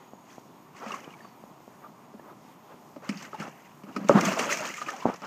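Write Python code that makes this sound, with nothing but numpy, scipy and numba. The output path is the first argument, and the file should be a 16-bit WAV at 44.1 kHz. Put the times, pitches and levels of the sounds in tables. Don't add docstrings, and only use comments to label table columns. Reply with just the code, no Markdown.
import sys
import numpy as np
from scipy import signal
from scipy.fft import rfft, irfft, next_fast_len
from scipy.io import wavfile
from scipy.ndimage import uniform_filter1d
from numba import njit

SR = 44100
rng = np.random.default_rng(int(sys.argv[2]) if len(sys.argv) > 2 else 0)


def unload_audio(sound):
    columns = np.transpose(np.atleast_2d(sound))
    steps = np.round(np.clip(columns, -1, 1) * 32767)
    wavfile.write(sys.argv[1], SR, steps.astype(np.int16))


N = 232248
T = np.arange(N) / SR

# frequency in Hz, relative gain in dB.
AIR_SPECTRUM = [(15, -65), (25, -36), (64, -32), (151, -2), (245, -1), (398, -3.5), (456, -7.5),
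                (1020, 1.5), (1570, -10.5), (2480, -11), (3910, -16), (6690, -13.5), (10000, -20),
                (14200, -9.5), (15400, -20)]
# centre in Hz, width in Hz, level in dB.
INSECT_BAND = (6680, 90, -77)
# length in seconds, first pitch in Hz, last pitch in Hz, starting level in dB.
BIRD_NOTE = (.15, 4620, 4380, -63)
# start in seconds, peak level in dB.
TAPS = [(0.133, -30.5), (0.38, -29.5), (1.076, -30), (1.251, -36), (1.437, -31.5), (1.603, -37.5),
        (1.677, -34), (2.195, -33), (2.448, -38.5), (2.741, -36.5), (3.479, -29.5), (5.054, -5),
        (5.062, -14), (5.071, -15), (5.087, -17), (5.098, -19)]
# time in seconds, slosh level in dB.
WATER_CURVES = [
    [(0.25, -75), (0.29, -62), (0.37, -65.5), (0.4, -68)],
    [(0.72, -82), (0.77, -53), (0.82, -60), (0.87, -46), (0.96, -48), (1.0, -52), (1.06, -60.5), (1.3, -67)],
    [(3.02, -62), (3.055, -51.5), (3.118, -52.5), (3.16, -48.5), (3.25, -46.5), (3.31, -59), (3.385, -50.5),
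     (3.41, -46), (3.48, -50.5), (3.52, -63), (3.62, -59), (3.72, -64)],
    [(3.86, -69), (3.945, -52), (4.0, -58.5), (4.06, -58.5), (4.101, -41), (4.135, -47), (4.16, -39.5),
     (4.2, -40.5), (4.27, -32.5), (4.35, -39), (4.41, -35), (4.49, -37.5), (4.53, -31.5), (4.57, -39),
     (4.66, -38.5), (4.82, -46), (4.9, -45.5), (4.97, -51), (5.1, -51.5), (5.19, -60), (5.27, -49.5)],
]
SPRAY_DB = (1, -6.5, -7.5, -4)
# frequency in Hz, relative gain in dB.
SLOSH_SPECTRUM = [(700, -25), (1100, -6), (1500, -5.5), (2000, -3), (2900, -4.5), (3400, -21), (4200, -59)]
# frequency in Hz, relative gain in dB.
SPRAY_SPECTRUM = [(1940, -12), (3300, -5.5), (3680, -9.5), (4640, -5), (5180, -4), (6580, 0), (8400, -13.5),
                  (10500, -22), (14400, -15.5), (15400, -16)]
# start in seconds, peak level in dB, starting pitch in Hz.
DROPS = [(.748, -43, 1100), (0.821, -35.5, 1324), (.905, -27, 1170), (0.918, -30.5, 2740),
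         (0.938, -24, 1097), (1.043, -44.5, 2970), (1.054, -47, 2420), (1.104, -44, 2830),
         (1.124, -47, 2465), (1.138, -41.5, 2280), (1.204, -43, 1780), (1.245, -37.5, 1127),
         (2.193, -47, 1730), (3.045, -45, 2080), (3.341, -27.5, 858), (3.419, -28.5, 1315),
         (4.28, -21, 640), (4.315, -24, 622), (4.37, -21, 646), (4.49, -21.5, 1330), (4.605, -27.5, 606),
         (4.738, -31, 2110), (4.779, -31, 1210), (4.815, -21.5, 1214), (4.862, -35, 2450),
         (4.884, -23, 1232), (4.887, -26, 1757), (4.934, -33, 760), (5.022, -28.5, 1002)]
# start in seconds, length in seconds,
# belly rumble level in dB, wall scuff level in dB, both before the fade over the stroke.
SCUFFS = [(0.807, 0.19, -52, -42.5), (1.037, 0.064, -52.5, -51), (1.815, 0.089, -73, -50),
          (2.249, 0.086, -65, -50), (2.686, 0.073, -60, -54.5), (3.024, 0.075, -66, -48),
          (3.092, 0.08, -47, -49), (3.208, 0.091, -54.5, -50.5), (3.384, 0.12, -47.5, -45),
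          (3.877, 0.046, -44, -47.5), (3.947, 0.15, -41.5, -47), (4.856, 0.17, -55, -44),
          (5.051, 0.096, -35, -34.5), (5.231, 0.044, -55, -41.5)]
# time in seconds, belly rumble in dB, wall scuff in dB.
SKID = [(4.082, -51, -52), (4.101, -19, -36), (4.135, -36.5, -28), (4.16, -20, -23.5), (4.21, -24.5, -34),
        (4.26, -30.5, -30), (4.3, -34.5, -39), (4.42, -37.5, -33.5), (4.49, -44, -35), (4.53, -39, -35),
        (4.58, -47, -40), (4.65, -45, -38.5), (4.76, -66, -54.5), (4.85, -77, -50)]
# frequency in Hz, relative level in dB, t60 in seconds.
BELLY_MODES = [(171.6, -6, 0.22), (201.6, 7.5, 0.083), (259, 2, 0.07), (297, -5.5, 0.098)]
# frequency in Hz, relative level in dB, t60 in seconds.
WALL_MODES = [(415, 1, 0.045), (567, -0.5, 0.058), (651, -8, 0.072), (765, -22.5, 0.24), (892, 1.5, 0.018),
              (1137, -1.5, 0.027), (1247, 2, 0.047), (1519, -13.5, 0.053)]
# start in seconds, peak levels of belly boom, wall knock and crack in dB,
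# favoured belly pitch in Hz, favoured wall pitch in Hz.
BLOWS = [(0.862, -34.5, -35, -50, 223, 924), (2.139, -37, -39.5, -61, 220, 401),
         (2.962, -36.5, -34.5, -51, 287, 580), (3.091, -19.5, -28, -26, 210, 1390),
         (3.152, -33.5, -54, -53, 196, 1250), (3.331, -51, -28.5, -55, 280, 883),
         (3.399, -28, -36, -33.5, 148, 404), (3.835, -35, -39, -48.5, 206, 452),
         (3.868, -45, -38.5, -59, 270, 940), (3.963, -23, -19.5, -28.5, 252, 1370),
         (4.01, -31, -51, -61, 186, 409), (4.044, -25, -38, -43.5, 160, 415),
         (4.094, -12, -3, -33, 375, 610), (4.109, -16, -15, -48, 300, 570), (4.148, -8, -22, -56, 167, 498),
         (4.262, -23, -43, -23.5, 196, 651), (4.393, -48, -21.5, -19, 269, 440),
         (4.699, -39.5, -37, -46, 272, 439), (4.868, -36, -34, -49, 355, 1230),
         (5.219, -42, -34.5, -43, 248, 724)]
# start
# in seconds, peak level in dB, t60 in seconds.
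SLAPS = [(0.8695, -53, 0.1), (0.9175, -37, 0.069), (0.944, -40, 0.058), (1.04, -47, 0.04),
         (3.172, -36.5, 0.12), (3.224, -37, 0.067), (3.4264, -39, 0.049), (4.0864, -21, 0.031),
         (4.2086, -21, 0.025), (4.2518, -19.5, 0.034), (4.389, -23, 0.066), (4.5235, -22.5, 0.21),
         (4.571, -24, 0.041), (4.7393, -31, 0.031), (4.769, -31.5, 0.15), (4.886, -37, 0.045),
         (4.903, -30, 0.025), (4.964, -38, 0.062), (5.062, -44, 0.044), (5.1397, -36.5, 0.029),
         (5.1584, -39.5, 0.06), (5.219, -42, 0.026)]

AIR_DB = -52.5
BIRD_S = 1.215
DIP_S, DIP_WIDTH_S = .0022, .00049
DROP_T60_S, DROP_SHORTENS = 0.052, 0.54
STROKE_FADE_DB = 4.5
BELLY_FADE_DB = 4.5
SLAP_HZ, SLAP_SCATTER = 5720, 0.071
BASS_CUT_HZ = 167
TOP_HZ = 15150


def undb(db):
    return 10 ** (np.asarray(db) / 20)


def unit(x):
    return x / np.sqrt(np.mean(x ** 2))


def colour(x, points):
    hz, db = np.transpose(points)
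    size = next_fast_len(N)
    f = np.maximum(np.arange(size // 2 + 1) * SR / size, 1)
    gains = undb(np.interp(np.log(f), np.log(hz), db))
    return irfft(rfft(x, size) * gains, size)[:N]


def band(x, hz, width_hz):
    return signal.lfilter(*signal.iirpeak(hz, hz / width_hz, SR), x)


def steep(x, hz, width_hz):
    return band(band(x, hz, width_hz), hz, width_hz)


def highpass(x, order, hz):
    return signal.sosfilt(signal.butter(order, hz, "high", fs=SR, output="sos"), x)


def noise(count=N):
    return rng.standard_normal(count)


def walk(rate):
    k = int(SR / rate)
    steps = np.repeat(noise(N // k + 1), k)
    return unit(uniform_filter1d(uniform_filter1d(steps, k), k)[:N])


def gain(curve, column=1):
    curve = np.transpose(curve)
    return undb(np.interp(T, curve[0], curve[column], left=-200, right=-200))


def add(out, s, sound, db):
    i = int(s * SR)
    sound = sound[:N - i]
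    out[i:i + len(sound)] += sound * undb(db) / np.abs(sound).max()


@njit
def grains(start, hz, cycles, size, glide, count):
    out = np.zeros(count)
    for k in range(len(start)):
        span = cycles[k] * SR / hz[k]
        phase = 0.
        for j in range(min(int(3 * span), count - start[k])):
            phase += 2 * np.pi * hz[k] * (1 + glide * j / span) / SR
            out[start[k] + j] += size[k] * np.exp(-2 * j / span) * np.sin(phase)
    return out


def swarm(count, lo_hz, hi_hz, cycles, spread_db, glide):
    when, pitch, strength, duration = rng.random((count, 4)).T
    hz = lo_hz * (hi_hz / lo_hz) ** pitch
    excess = np.minimum(-np.log(1 - strength), 3.5)
    size = undb(spread_db * excess) * np.sqrt(hz / cycles)
    return unit(grains((when * N).astype(np.int64), hz, cycles * (.5 + duration), size, glide, N))


def distant_air():
    swell = walk(1.39)
    air = np.zeros(N)
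    for hz in 30 * 2. ** np.arange(0, 9.1, .75):
        flicker = undb(0.26 * swell + 1.9 * walk(15))
        air += np.sqrt(1 / hz) * band(noise(), hz, hz / 2) * flicker
    return unit(colour(air, AIR_SPECTRUM)) * undb(AIR_DB)


def insect():
    hz, width_hz, db = INSECT_BAND
    return unit(band(noise(), hz, width_hz)) * undb(db + 1.8 * walk(2.6))


def taps():
    out = np.zeros(N)
    u = (T[:2000] - DIP_S) / DIP_WIDTH_S
    dip = (1.61 * u ** 2 - 1) * np.exp(-u ** 2)
    hollow = 4.7 * band(dip, 220, 94) + 0.58 * band(dip, 620, 430)
    for s, db in TAPS:
        add(out, s, dip + hollow, db)
    return highpass(out, 1, 70)


def moving_water():
    clumps = undb(1.9 * walk(60))
    slosh = swarm(count=6500, lo_hz=1141.0, hi_hz=3530.0, cycles=14.6, spread_db=3.5, glide=0.04)
    slosh = colour(slosh + 1.1 * noise(), SLOSH_SPECTRUM)
    spray = swarm(count=9000, lo_hz=2800.0, hi_hz=14640.0, cycles=11.0, spread_db=4.5, glide=0.02)
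    spray = colour(spray + 1.37 * noise(), SPRAY_SPECTRUM)
    flow = [gain(curve) for curve in WATER_CURVES]
    mist = sum(undb(db) * f for db, f in zip(SPRAY_DB, flow))
    return unit(slosh * clumps) * sum(flow) + unit(spray * clumps) * mist


def drops():
    out, t = np.zeros(N), T[:6000]
    for s, db, hz in DROPS:
        t60 = DROP_T60_S * (1000 / hz) ** DROP_SHORTENS
        flutter = 1 + 0.52 * unit(band(noise(len(t)), 85, 127))
        fade = undb(-60 * t / t60) * (1 - np.exp(-t / t60 * 25)) ** 2
        tone = np.sin(2 * np.pi * hz * t * (1 + 0.56 * t))
        add(out, s, tone * flutter * fade, db)
    return out


def rubbed(modes):
    bands = (undb(db) * steep(noise() * undb(4. * walk(45)), hz, 14 / t60) for hz, db, t60 in modes)
    return unit(sum(bands))


def scuffs():
    rumble = rubbed(BELLY_MODES)
    bubbles = swarm(count=2500, lo_hz=470.0, hi_hz=1302.0, cycles=7.4, spread_db=4.0, glide=0.039)
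    gurgle = unit(rubbed(WALL_MODES) + 0.56 * bubbles)
    belly, wall = gain(SKID, column=1), gain(SKID, column=2)
    for s, length, belly_db, wall_db in SCUFFS:
        u = (T - s) / length
        progress = np.clip(u - .5, -1, 1)
        stroke = np.exp(-(u * 2 - 1) ** 4) * undb(-STROKE_FADE_DB * progress)
        belly = belly + undb(belly_db - BELLY_FADE_DB * progress) * stroke
        wall = wall + undb(wall_db) * stroke
    return rumble * belly + gurgle * wall


def ring(modes, rise_ms, scatter_db):
    t = T[:SR // 4]
    rings = np.zeros(len(t))
    for hz, db, t60 in modes:
        strength, detune, phase = noise(3)
        fade = undb(db + scatter_db * strength - 60 * t / t60)
        rings += fade * np.sin(2 * np.pi * hz * (1 + 0.023 * detune) * t + 0.91 * phase)
    return rings * (1 - np.exp(-t * 1000 / rise_ms))


def blows():
    out, t = np.zeros(N), T[:2000]
    for s, belly_db, wall_db, crack_db, belly_hz, wall_hz in BLOWS:
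        belly = ring(BELLY_MODES, rise_ms=1.6, scatter_db=1.46)
        add(out, s, band(belly, belly_hz, 67), belly_db)
        wall = ring(WALL_MODES, rise_ms=0.37, scatter_db=1.94)
        add(out, s, wall + 1.3 * band(wall, wall_hz, 270), wall_db)
        hiss = noise(len(t))
        crack = steep(hiss, 2370, 1530) + 0.43 * steep(hiss, 4350, 2600)
        add(out, s, crack * undb(-60 * t / 0.063), crack_db)
    return out


def slaps():
    out, t = np.zeros(N), T[:6000]
    for s, db, t60 in SLAPS:
        hz = SLAP_HZ * (1 + SLAP_SCATTER * rng.standard_normal())
        hiss = noise(len(t))
        burst = steep(hiss, hz, 1700) + 1.06 * steep(hiss, 2370, 1100) + 0.09 * steep(hiss, 11600, 5500)
        add(out, s, burst * undb(-60 * t / t60) * (1 - np.exp(-t / 0.00045)), db)
    return out


def bird():
    length, from_hz, to_hz, db = BIRD_NOTE
    u = np.clip((T - BIRD_S) / length, 0, 1)
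    phase = 2 * np.pi * np.cumsum(from_hz + (to_hz - from_hz) * u) / SR
    level = undb(db - 16 * u + 4 * walk(200)) * np.sin(np.pi * u) ** .3
    return np.sin(phase) * level


def scene():
    tub_and_water = moving_water() + drops() + scuffs() + blows() + slaps()
    return (distant_air() + insect() + taps() + highpass(tub_and_water, 2, BASS_CUT_HZ) + bird())[None]


def record(dry):
    return signal.sosfilt(signal.ellip(9, .2, 70, TOP_HZ, fs=SR, output="sos"), dry)


dry = scene()
out = record(dry)
unload_audio(out)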